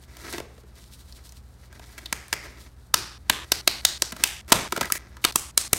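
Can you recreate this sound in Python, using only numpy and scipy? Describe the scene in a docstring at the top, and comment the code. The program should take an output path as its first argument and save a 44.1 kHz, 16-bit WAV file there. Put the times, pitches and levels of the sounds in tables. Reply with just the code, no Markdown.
"""In a quiet room with a low hum, latex gloves are first dragged from a cardboard box, rubbing and flapping.
Light brushes follow, then longer rubbing and the first snaps: stretched rubber cracks against skin.
A run of louder snaps comes next; a quickening creak leads to the strongest, then a burst of flaps and more snaps.
Blows are shaped bursts of noise, rubbing is a stream of tiny slips, and the hum is made of wavering sines.
A table top and the room send the sound back; the room's ring stops abruptly at set times."""
import sys
import numpy as np
from scipy import signal
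from scipy.fft import rfft, irfft
from scipy.io import wavfile
from scipy.ndimage import uniform_filter1d

SR = 44100
rng = np.random.default_rng(int(sys.argv[2]) if len(sys.argv) > 2 else 0)


def wav_record(signal):
    """Record a signal, one row per channel, as 16-bit PCM in the file named by sys.argv[1]."""
    frames = np.transpose(np.atleast_2d(signal))
    bounded = np.clip(frames, -1, 1)
    # unit amplitude maps onto the largest positive 16-bit level
    quanta = np.round(bounded * 32767).astype(np.int16)
    wavfile.write(sys.argv[1], SR, quanta)


N = 254917  # samples in the whole scene
BLOW_SIZE, LEAD = 4096, 256  # samples in one blow, and those of them before it lands
BLOW_HZ = np.fft.rfftfreq(BLOW_SIZE, 1 / SR)


def gain_of(db):
    """Turns decibels into an amplitude factor."""
    return 10 ** (np.asarray(db) / 20)


def evened(x):
    """Scales a signal to an average strength (rms) of 1."""
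    return x / np.sqrt(np.mean(x ** 2) + 1e-20)


def read(points, hz):
    """Reads a curve of (frequency, value) points, spacing frequencies as the ear does (log axis)."""
    point_hz, value = np.transpose(points)
    return np.interp(np.log(hz + 1), np.log(point_hz + 1), value)


def bell(hz, centre_hz, octaves):
    """Draws a rounded peak of height 1 over frequency."""
    return np.exp(-.5 * (np.log2((hz + 1) / centre_hz) / octaves) ** 2)


def coloured(x, points):
    """Filters a signal by a spectrum in dB, then scales it to rms 1."""
    spectrum_gain = gain_of(read(points, np.fft.rfftfreq(N, 1 / SR)))
    return evened(irfft(rfft(x) * spectrum_gain, N))


def wander(rate_hz):
    """Makes a slow random motion of rms 1 by keeping only the lowest frequencies of noise."""
    hz = np.fft.rfftfreq(N, 1 / SR)
    slow = rfft(rng.standard_normal(N)) / (1 + (hz / rate_hz) ** 4)
    return evened(irfft(slow, N))


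def add(mix, s, sound):
    """Mixes in a blow that lands at time s."""
    start = max(round(s * SR) - LEAD, 0)
    part = mix[start:][:len(sound)]
    part += sound[:len(part)]


# Mains hum, one row per tone: (frequency [Hz], level [dB rms])
HUM_TONES = [(59.5, -51.5), (119, -57.5)]
# Relative spectrum of the rumble and air: (frequency [Hz], level [dB per Hz])
AIR_SPECTRUM = [(15, -23), (32, -14.5), (55, -5.5), (75, 3), (100, -16.5), (150, -14.5), (200, -14.5),
                (300, -23), (600, -26.5), (1500, -30.5), (4000, -49), (10000, -57), (16000, -55)]
AIR_DB = -51.5  # rms level of rumble and air together


def background():
    """Low rumble and faint air are filtered noise; the hum is sines whose phase wavers."""
    t = np.arange(N) / SR
    hum = np.zeros(N)
    for hz, db in HUM_TONES:
        phase = 2 * np.pi * hz * t + .8 * wander(rate_hz=2.5)
        hum += gain_of(db) * np.sqrt(2) * np.sin(phase)  # root 2 turns rms into peak height
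    return hum + gain_of(AIR_DB) * coloured(rng.standard_normal(N), AIR_SPECTRUM)


# Starting tone of the room's ring: (frequency [Hz], relative level [dB])
ROOM_TONE = [(60, 17.5), (150, -1), (330, 6.5), (700, 3), (2000, 2.5), (4000, -0.5), (6500, 0.5),
             (10000, -1.5), (16000, -1.5)]
# How long the ring takes to fall by 60 dB: (frequency [Hz], decay time [s])
ROOM_DECAY = [(150, 0.51), (500, 0.56), (1400, 0.65), (3700, 0.64), (6500, 0.5), (10000, 0.43),
              (16000, 0.3)]
# Single wall echoes: (delay [s], level against the scattered ring as a whole [dB])
WALL_ECHOES = [(0.0212, -19), (0.03, -18), (.0375, -13)]


def room_response(first_s=0.00061, build_s=0.011):
    """Scattered reflections build up, then die band by band, with a few distinct wall echoes."""
    size = SR * 3 // 4
    reflections = rng.standard_normal(size) * (rng.random(size) < 12000 / SR)
    hz, t, bands = signal.stft(reflections, SR, nperseg=256)
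    tone_db = read(ROOM_TONE, hz)[:, None]
    fall_db = 60 * t / read(ROOM_DECAY, hz)[:, None]
    ringing = signal.istft(bands * gain_of(tone_db - fall_db), SR, nperseg=256)[1][:size]
    since_first_s = np.maximum(np.arange(size) / SR - first_s, 0)
    ringing *= 1 - np.exp(-since_first_s / build_s)
    ringing /= np.linalg.norm(ringing)
    for delay_s, db in WALL_ECHOES:
        ringing[round(delay_s * SR)] += gain_of(db)
    return ringing


# Moments when the ring of the room stops dead: (time [s])
RING_STOPS = [.747, 1.413, 2.68, 3.18, 3.447, 3.613, 3.813, 3.98, 4.113, 4.413, 4.68, 4.88, 4.98, 5.313,
              5.513, 5.68]


def room(x):
    """Reflections ring on only until the next stop; each stretch draws its own reflections."""
    stretches = np.split(x, [round(s * SR) for s in RING_STOPS])
    rung = [signal.fftconvolve(part, room_response())[:len(part)] for part in stretches]
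    return np.concatenate(rung)


def table_echo(x, echo_db=-7, thin_hz=200, dull_hz=2500):
    """The table top throws back a copy about 3 ms later, short of bass and treble."""
    hz = np.fft.rfftfreq(N, 1 / SR)
    delayed = np.exp(-2j * np.pi * hz * .003)
    reflected = hz ** 2 / (hz ** 2 + thin_hz ** 2) / (1 + 1j * hz / dull_hz)
    return irfft(rfft(x) * (1 + gain_of(echo_db) * reflected * delayed), N)


GRIP_S, SLACKEN_S = 0.0027, 0.021  # rise time of a pull, and the time constant of its dying away
BRUSH_S = 0.015  # spread of a brush to either side of its middle (one standard deviation)
RESTING_DB, RESTING_FOLDS_DB = -67.5, -5.5  # the hands are never quite still; folds against hiss


def pull(start_s, end_s, db, growth_db):
    """A drag takes hold, grows with tension (or eases if growth is negative), then slackens."""
    t = np.arange(N) / SR
    tension = np.clip((t - start_s) / (end_s - start_s), 0, 1)
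    taking_hold = np.clip((t - start_s) / GRIP_S, 0, 1)
    slackening = np.exp(-np.maximum(t - end_s, 0) / SLACKEN_S)
    return taking_hold * slackening * gain_of(db + growth_db * (tension - 1))


def brush(s, db):
    """Loose rubber passes the fingers lightly: a short, even rise and fall in loudness."""
    return gain_of(db) * np.exp(-.5 * ((np.arange(N) / SR - s) / BRUSH_S) ** 2)


# Glove dragged over card or skin, levels before the final mix: (start [s], end [s], final level [dB],
#   growth [dB], folds against hiss [dB])
DRAGS = [ (0.075, 0.304, -42, 22.5, 3.5), (0.325, 0.391, -47, -4, 0), (0.43, 0.61, -61.5, 13, -6),
         (0.751, 1.387, -63, -3.5, -10), (1.575, 2.67, -57.5, 8.5, 1.5), (1.856, 2.12, -59.5, -2, 2.5),
         (3.255, 3.29, -59.5, 12, 5), (3.435, 4.12, -55.5, 1, 1), (4.122, 4.238, -45, 14, 4.5),
         (4.478, 4.535, -46, 11, 9), (4.677, 4.957, -49.5, 2, 3.5), (4.973, 5.203, -77, -8.5, 16),
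         (5.214, 5.242, -48.5, 12, -21), (5.318, 5.355, -52, 1, -12), (5.663, 5.725, -58.5, -4, 2), ]
# Loose rubber brushing past the fingers, before the final mix: (middle time [s], level [dB],
#   folds against hiss [dB])
LIGHT_TOUCHES = [ (0.03, -55.5, -6), (0.774, -59.5, 3), (0.825, -54.5, -8), (0.935, -47.5, -8),
                 (1.005, -54.5, -11), (1.09, -54, -10), (1.17, -51.5, -12), (1.255, -53, -9),
                 (1.37, -59.5, -15), (1.76, -58.5, 6.5), (1.84, -55, 3), (2.454, -51.5, 9),
                 (2.61, -54.5, 0), ]


def sliding():
    """Loudness of hiss and folds over time: the power of all hand movements adds up."""
    moves = [(pull(*row), folds_db) for *row, folds_db in DRAGS]
    moves += [(brush(*row), folds_db) for *row, folds_db in LIGHT_TOUCHES]
    moves += [(gain_of(RESTING_DB), RESTING_FOLDS_DB)]
    hiss_power = sum(level ** 2 for level, _ in moves)
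    folds_power = sum((level * gain_of(folds_db)) ** 2 for level, folds_db in moves)
    return np.sqrt(hiss_power), np.sqrt(folds_power)


def friction(spectrum, slips_per_s, spread_db, smooth_db, surge_db):
    """Rubber sticks and lets go in tiny uneven slips over a smooth hiss, coming in surges."""
    sizes = gain_of(spread_db * np.minimum(rng.exponential(1, N), 4))
    happens = rng.random(N) < slips_per_s / SR
    slips = evened(sizes * rng.choice([-1, 1], N) * happens)
    drive = slips + gain_of(smooth_db) * rng.standard_normal(N)
    surges = gain_of(surge_db * wander(rate_hz=20))
    return coloured(drive * surges, spectrum)


# Relative spectrum of the sliding surface: (frequency [Hz], level [dB per Hz])
HISS_SPECTRUM = [(1200, -40), (2500, -9), (4000, 2.5), (6500, -2.5), (9000, -1), (12000, -4), (16000, -11)]
# Relative spectrum of the rustling folds: (frequency [Hz], level [dB per Hz])
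FOLD_SPECTRUM = [(80, -4), (200, 1), (350, 6), (600, -1), (1100, -1.5), (2100, 2), (3000, -11),
                 (6000, -7.5), (16000, -55)]
# Relative spectrum of small ticking creases: (frequency [Hz], level [dB per Hz])
CREASE_SPECTRUM = [(200, -16), (1000, -5.5), (3500, 8.5), (8000, 0), (16000, -14)]
CREASES_DB = -9  # creases against hiss


def rubbing():
    """The surface hisses as it slides; loose folds rustle lower down and small creases tick."""
    hiss_level, folds_level = sliding()
    hiss = friction(HISS_SPECTRUM, slips_per_s=1200, spread_db=6, smooth_db=6.0, surge_db=2.0)
    folds = friction(FOLD_SPECTRUM, slips_per_s=460, spread_db=-0.5, smooth_db=-8.5, surge_db=3.5)
    creases = friction(CREASE_SPECTRUM, slips_per_s=98, spread_db=4, smooth_db=-25, surge_db=0.0)
    surface = hiss + gain_of(CREASES_DB) * creases
    return surface * hiss_level + folds * folds_level


def at_level(sound):
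    """Fades the ends of a blow and scales it to the energy of rms 1 lasting 10 ms."""
    sound = np.roll(sound, LEAD) * signal.windows.tukey(BLOW_SIZE, .04)
    return sound * np.sqrt(SR / 100 / np.sum(sound ** 2))


def blow(length_ms, colour_db, lag_cycles, shiver_db, shiver_ms, whip_db=-19, whip_ms=1.18, shiver_hz=5000):
    """Rubber whips through the air, lands in a quick run of contacts and shivers out."""
    # time runs from the landing; the moments before it sit at the end of the array
    ms = np.roll(np.arange(BLOW_SIZE) - LEAD, -LEAD) * 1000 / SR
    whip = gain_of(whip_db) * np.exp(-abs(ms) / whip_ms)
    landing = np.where(ms < 0, whip, np.exp(-(ms / length_ms) ** 4))
    shiver = (ms >= 0) * gain_of(shiver_db) * np.exp(-abs(ms) / shiver_ms)
    hard, soft = rfft(rng.standard_normal((2, BLOW_SIZE)) * [landing, shiver])
    # the lossy rubber keeps little treble after the contacts
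    contacts = hard + soft / (1 + 1j * BLOW_HZ / shiver_hz)
    # even out the broad spectrum, so that the colour alone sets it
    contacts /= np.sqrt(uniform_filter1d(abs(contacts) ** 2, size=90) + 1e-9)
    # low notes travel more slowly across the sheet and arrive late
    lag = np.exp(-2j * np.pi * lag_cycles * np.log1p(BLOW_HZ / 250))
    return at_level(irfft(contacts * lag * gain_of(colour_db)))


def flap(length_ms, bright_db, ring_hz, ring_db):
    """A softer blow with one broad ring, falling in pitch as the slack sheet settles."""
    tilt_db = bright_db * np.log2((BLOW_HZ + 60) / 1000)
    fold_db = ring_db * bell(BLOW_HZ, ring_hz, octaves=0.29)
    treble_loss = 1 + (BLOW_HZ / 11000) ** 4
    bass_loss = 1 + (230 / (BLOW_HZ + 1)) ** 4
    colour_db = tilt_db + fold_db - 10 * np.log10(treble_loss * bass_loss)
    return blow(length_ms, colour_db, lag_cycles=1.832, shiver_db=-1, shiver_ms=4.3)


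CREAK_START_S, CREAK_END_S = 4.466, 4.506
CREAK_FIRST_PER_S, CREAK_LAST_PER_S = 54, 170  # slips per second
CREAK_DB, CREAK_GROWTH_DB = -38.5, 13  # final level before the mix, and the growth up to it


def creak(slip_ms=0.42, bright_db=0, ring_hz=1300, ring_db=6):
    """The cuff, drawn tight, sticks and slips in ticks that quicken and grow with the tension."""
    t = np.arange(CREAK_START_S, CREAK_END_S, 1 / SR)
    tension = np.linspace(0, 1, len(t))
    slips_per_s = CREAK_FIRST_PER_S + (CREAK_LAST_PER_S - CREAK_FIRST_PER_S) * tension
    slip_count = np.floor(np.cumsum(slips_per_s) / SR)
    out = np.zeros(N)
    for i in np.flatnonzero(np.diff(slip_count)):
        level = gain_of(CREAK_DB + CREAK_GROWTH_DB * (tension[i] - 1))
        add(out, t[i], level * flap(slip_ms, bright_db, ring_hz, ring_db))
    return out


# a smaller fold rings higher and flaps brighter: its tilt is flat at this ring [Hz]
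# and grows with each octave of ring [dB per octave]
FLAT_FOLD_HZ, TILT_PER_OCTAVE = 3200, 1.22
# Slack rubber flicking, popping or slapping, plus (at 4.953 s) a faint repeat of the 4.92 s snap, levels before
# the final mix: # (time [s], level [dB], length [ms], ring of the fold [Hz], lift of the ring [dB])
SLACK_FLAPS = [ (0.168, -44, 3.5, 2200, -2), (0.326, -35.5, 2.4, 2600, -5), (0.337, -34, 9.7, 403, 13),
               (0.381, -31.5, 4.4, 388, 8), (0.401, -32.5, 2.7, 427, 16.5), (0.578, -49.5, 6.7, 490, 16),
               (0.636, -51.5, 1.8, 400, 25), (1.124, -46, 2.5, 4600, 18), (1.292, -49.5, 1.5, 5660, 12),
               (1.322, -48.5, 1.4, 6860, 5), (1.727, -48.5, 1.8, 1510, 11), (1.795, -44.5, 2.2, 630, 13.5),
               (1.979, -36.5, 13.3, 1880, 11), (2.058, -33.5, 5.6, 3800, 17), (2.282, -47.5, 1.5, 9400, 9),
               (2.336, -29, 2.5, 2040, 4), (4.121, -32, 6.5, 1590, 3), (4.129, -37, 13, 200, 24),
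               (4.164, -38.5, 6.8, 1260, 8), (4.541, -27.5, 19, 176, 23), (4.7225, -22, 2.8, 1230, 10),
               (4.726, -32.5, 5.9, 380, 20), (4.763, -26.5, 4, 1440, 13), (4.774, -25.5, 7.1, 400, 13),
               (4.81, -21.5, 3.5, 1090, 6.5), (4.814, -24, 4, 343, -3), (4.828, -28.5, 8.1, 1760, 17),
               (4.845, -33, 3.3, 1930, 26), (4.855, -34, 3.5, 1860, 8), (4.901, -30, 1.8, 1250, 18.5),
               (4.953, -33, 6.1, 1780, 8.5), (5.168, -43.5, 1.8, 1320, 18.5),
               (5.2413, -20.5, 2.7, 2650, 14), (5.323, -40, 2.9, 4800, 9), ]


def flaps():
    """Slack rubber flicks, pops and slaps, each fold with its own ring; the row at 4.953 s is a faint repeat of
    the 4.92 s snap."""
    out = np.zeros(N)
    for s, db, length_ms, ring_hz, ring_db in SLACK_FLAPS:
        bright_db = TILT_PER_OCTAVE * np.log2(ring_hz / FLAT_FOLD_HZ)
        add(out, s, gain_of(db) * flap(length_ms, bright_db, ring_hz, ring_db))
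    return out


def ring(centre_hz, octaves=0.28, dip_share=0.18, dip_ratio=1.54):
    """A taut membrane favours one pitch (a mode), with a weak spot (antiresonance) above it."""
    peak = bell(BLOW_HZ, centre_hz, octaves)
    return peak - dip_share * bell(BLOW_HZ, centre_hz * dip_ratio, octaves)


def wrinkles():
    """A wrinkled sheet has many weak modes: a random ripple over frequency."""
    ripple = evened(uniform_filter1d(rng.standard_normal(90), size=2))
    return np.interp(np.sqrt(BLOW_HZ), np.linspace(0, np.sqrt(SR / 2), len(ripple)), ripple)


# Basic relative spectrum of a crack: (frequency [Hz], level [dB per Hz])
CRACK_SPECTRUM = [(40, -14.5), (130, -7), (310, -2.5), (520, -4), (850, 0), (1200, -1), (2000, 0.5),
                  (4000, -0.5), (9000, 0.5), (12000, -2.5), (16000, -11.5)]


def snap(length_ms, thump_db, bright_db, low_hz, low_db, high_hz, high_db, far_thump=0.5, radiate_hz=1150):
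    """A crack with two membrane rings over the thump of the hand: (heard near, sent into the room)."""
    crack_db = read(CRACK_SPECTRUM, BLOW_HZ)
    crack_db += bright_db * np.log2(np.maximum(BLOW_HZ / 1000, 1))  # tilts only above 1000 Hz
    crack_db += 1.4 * wrinkles()
    rings_db = low_db * ring(low_hz) + high_db * ring(high_hz)
    flesh_db = thump_db / (1 + (BLOW_HZ / 600) ** 2)
    near_db = crack_db + rings_db + flesh_db
    near = blow(length_ms, near_db, lag_cycles=0.46, shiver_db=2.0, shiver_ms=2.68)
    # a small membrane radiates its high rings best; low rings and the thump carry less far
    far_rings = 1.3 * BLOW_HZ ** 2 / (BLOW_HZ ** 2 + radiate_hz ** 2)
    far_db = crack_db + far_rings * rings_db + far_thump * flesh_db
    return near, at_level(irfft(gain_of(far_db)))


# bright cracks and long ones carry further into the room; a thump into the flesh stays near
SEND_DB, SEND_DB_PER_DOUBLING = -11.5, 0.79  # base level; extra for each doubling of the length in ms
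SEND_PER_BRIGHT, SEND_PER_THUMP = .6, -0.046  # dB per dB/octave of brightness; dB per dB of thump
# Stretched rubber let go, levels before the final mix: (time [s], level [dB], crack length [ms],
#   thump of the flesh [dB], brightness [dB per octave], low ring of the membrane [Hz], its lift [dB],
#   high ring [Hz], its lift [dB])
STRETCHED_SNAPS = [ (2.127, -22.5, 1.44, 7, -0.8, 2030, 7.5, 9100, 1),
                   (2.3283, -21, 2.2, -5.5, -2, 2060, 12, 5300, 6.5),
                   (2.941, -13, 4.1, 4.5, 0.06, 1250, 6, 4860, 5.5),
                   (3.298, -13, 1.35, 2.5, -0.87, 1730, 5.5, 3250, 7),
                   (3.5195, -14, 0.82, 6.5, 0.7, 1630, 1, 4720, 8.5),
                   (3.676, -12, 1.45, 3, 0.1, 2530, 2.5, 4400, 10.5),
                   (3.8508, -11.5, 1.6, -3, 1.5, 3980, 10.5, 6700, 6),
                   (4.0213, -17, 1.15, 7, 0.4, 4520, 8.5, 7250, 5.5),
                   (4.2378, -13, 1.4, -14, 1, 1750, 2.5, 2950, 5),
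                   (4.5206, -8, 9.2, 6, -1, 900, 2, 1600, 0),
                   (4.9219, -17, 2.3, 15, 5.5, 1990, 13.5, 11000, 0.5),
                   (5.249, -14, 2.6, 6.5, 0, 1250, 5, 3830, 8),
                   (5.3583, -14.5, 2.2, 18, 3.5, 1160, 11.5, 8400, 4.5),
                   (5.5766, -12.5, 1.9, 2, 2.5, 4480, 4.5, 7950, 4.5),
                   (5.731, -13, 3.2, 20.5, 2, 6360, -0.5, 8300, 4.5), ]


def snaps():
    """Stretched rubber is let go against skin: (direct sound, sound sent into the room)."""
    direct, sent = np.zeros(N), np.zeros(N)
    for s, db, length_ms, thump_db, bright_db, *rings in STRETCHED_SNAPS:
        near, far = snap(length_ms, thump_db, bright_db, *rings)
        send_db = SEND_DB + SEND_PER_BRIGHT * bright_db
        send_db += SEND_DB_PER_DOUBLING * np.log2(length_ms) + SEND_PER_THUMP * thump_db
        add(direct, s, gain_of(db) * near)
        add(sent, s, gain_of(db + send_db) * far)
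    return direct, sent


def scene():
    """Snaps, flaps and rubbing are heard directly, off the table and through the room."""
    direct, sent = snaps()
    handling = rubbing() + creak() + flaps()
    near = table_echo(gain_of(0.64) * direct + gain_of(-0.5) * handling)
    far = room(gain_of(-0.7) * sent + gain_of(-15.0) * handling)
    return (near + far + background())[None]


# Narrow dip in the treble, a single row: (centre [Hz], width [octaves], depth [dB])
TREBLE_DIP = (10400, .025, -9)
EDGE_HZ = 16000  # upper band limit


def record(dry):
    """One narrow treble band dips, overload rounds off the loudest peaks, then the top is cut off."""
    hz = np.fft.rfftfreq(N, 1 / SR)
    dip_hz, dip_octaves, dip_db = TREBLE_DIP
    heard = irfft(rfft(dry) * gain_of(dip_db * bell(hz, dip_hz, dip_octaves)), N)
    rounded = heard / (1 + (heard / .97) ** 6) ** (1 / 6)
    low_pass = signal.firwin(255, EDGE_HZ, window=("kaiser", 8), fs=SR)
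    return signal.oaconvolve(rounded, low_pass[None], "same")


dry = scene()
out = record(dry)
wav_record(out)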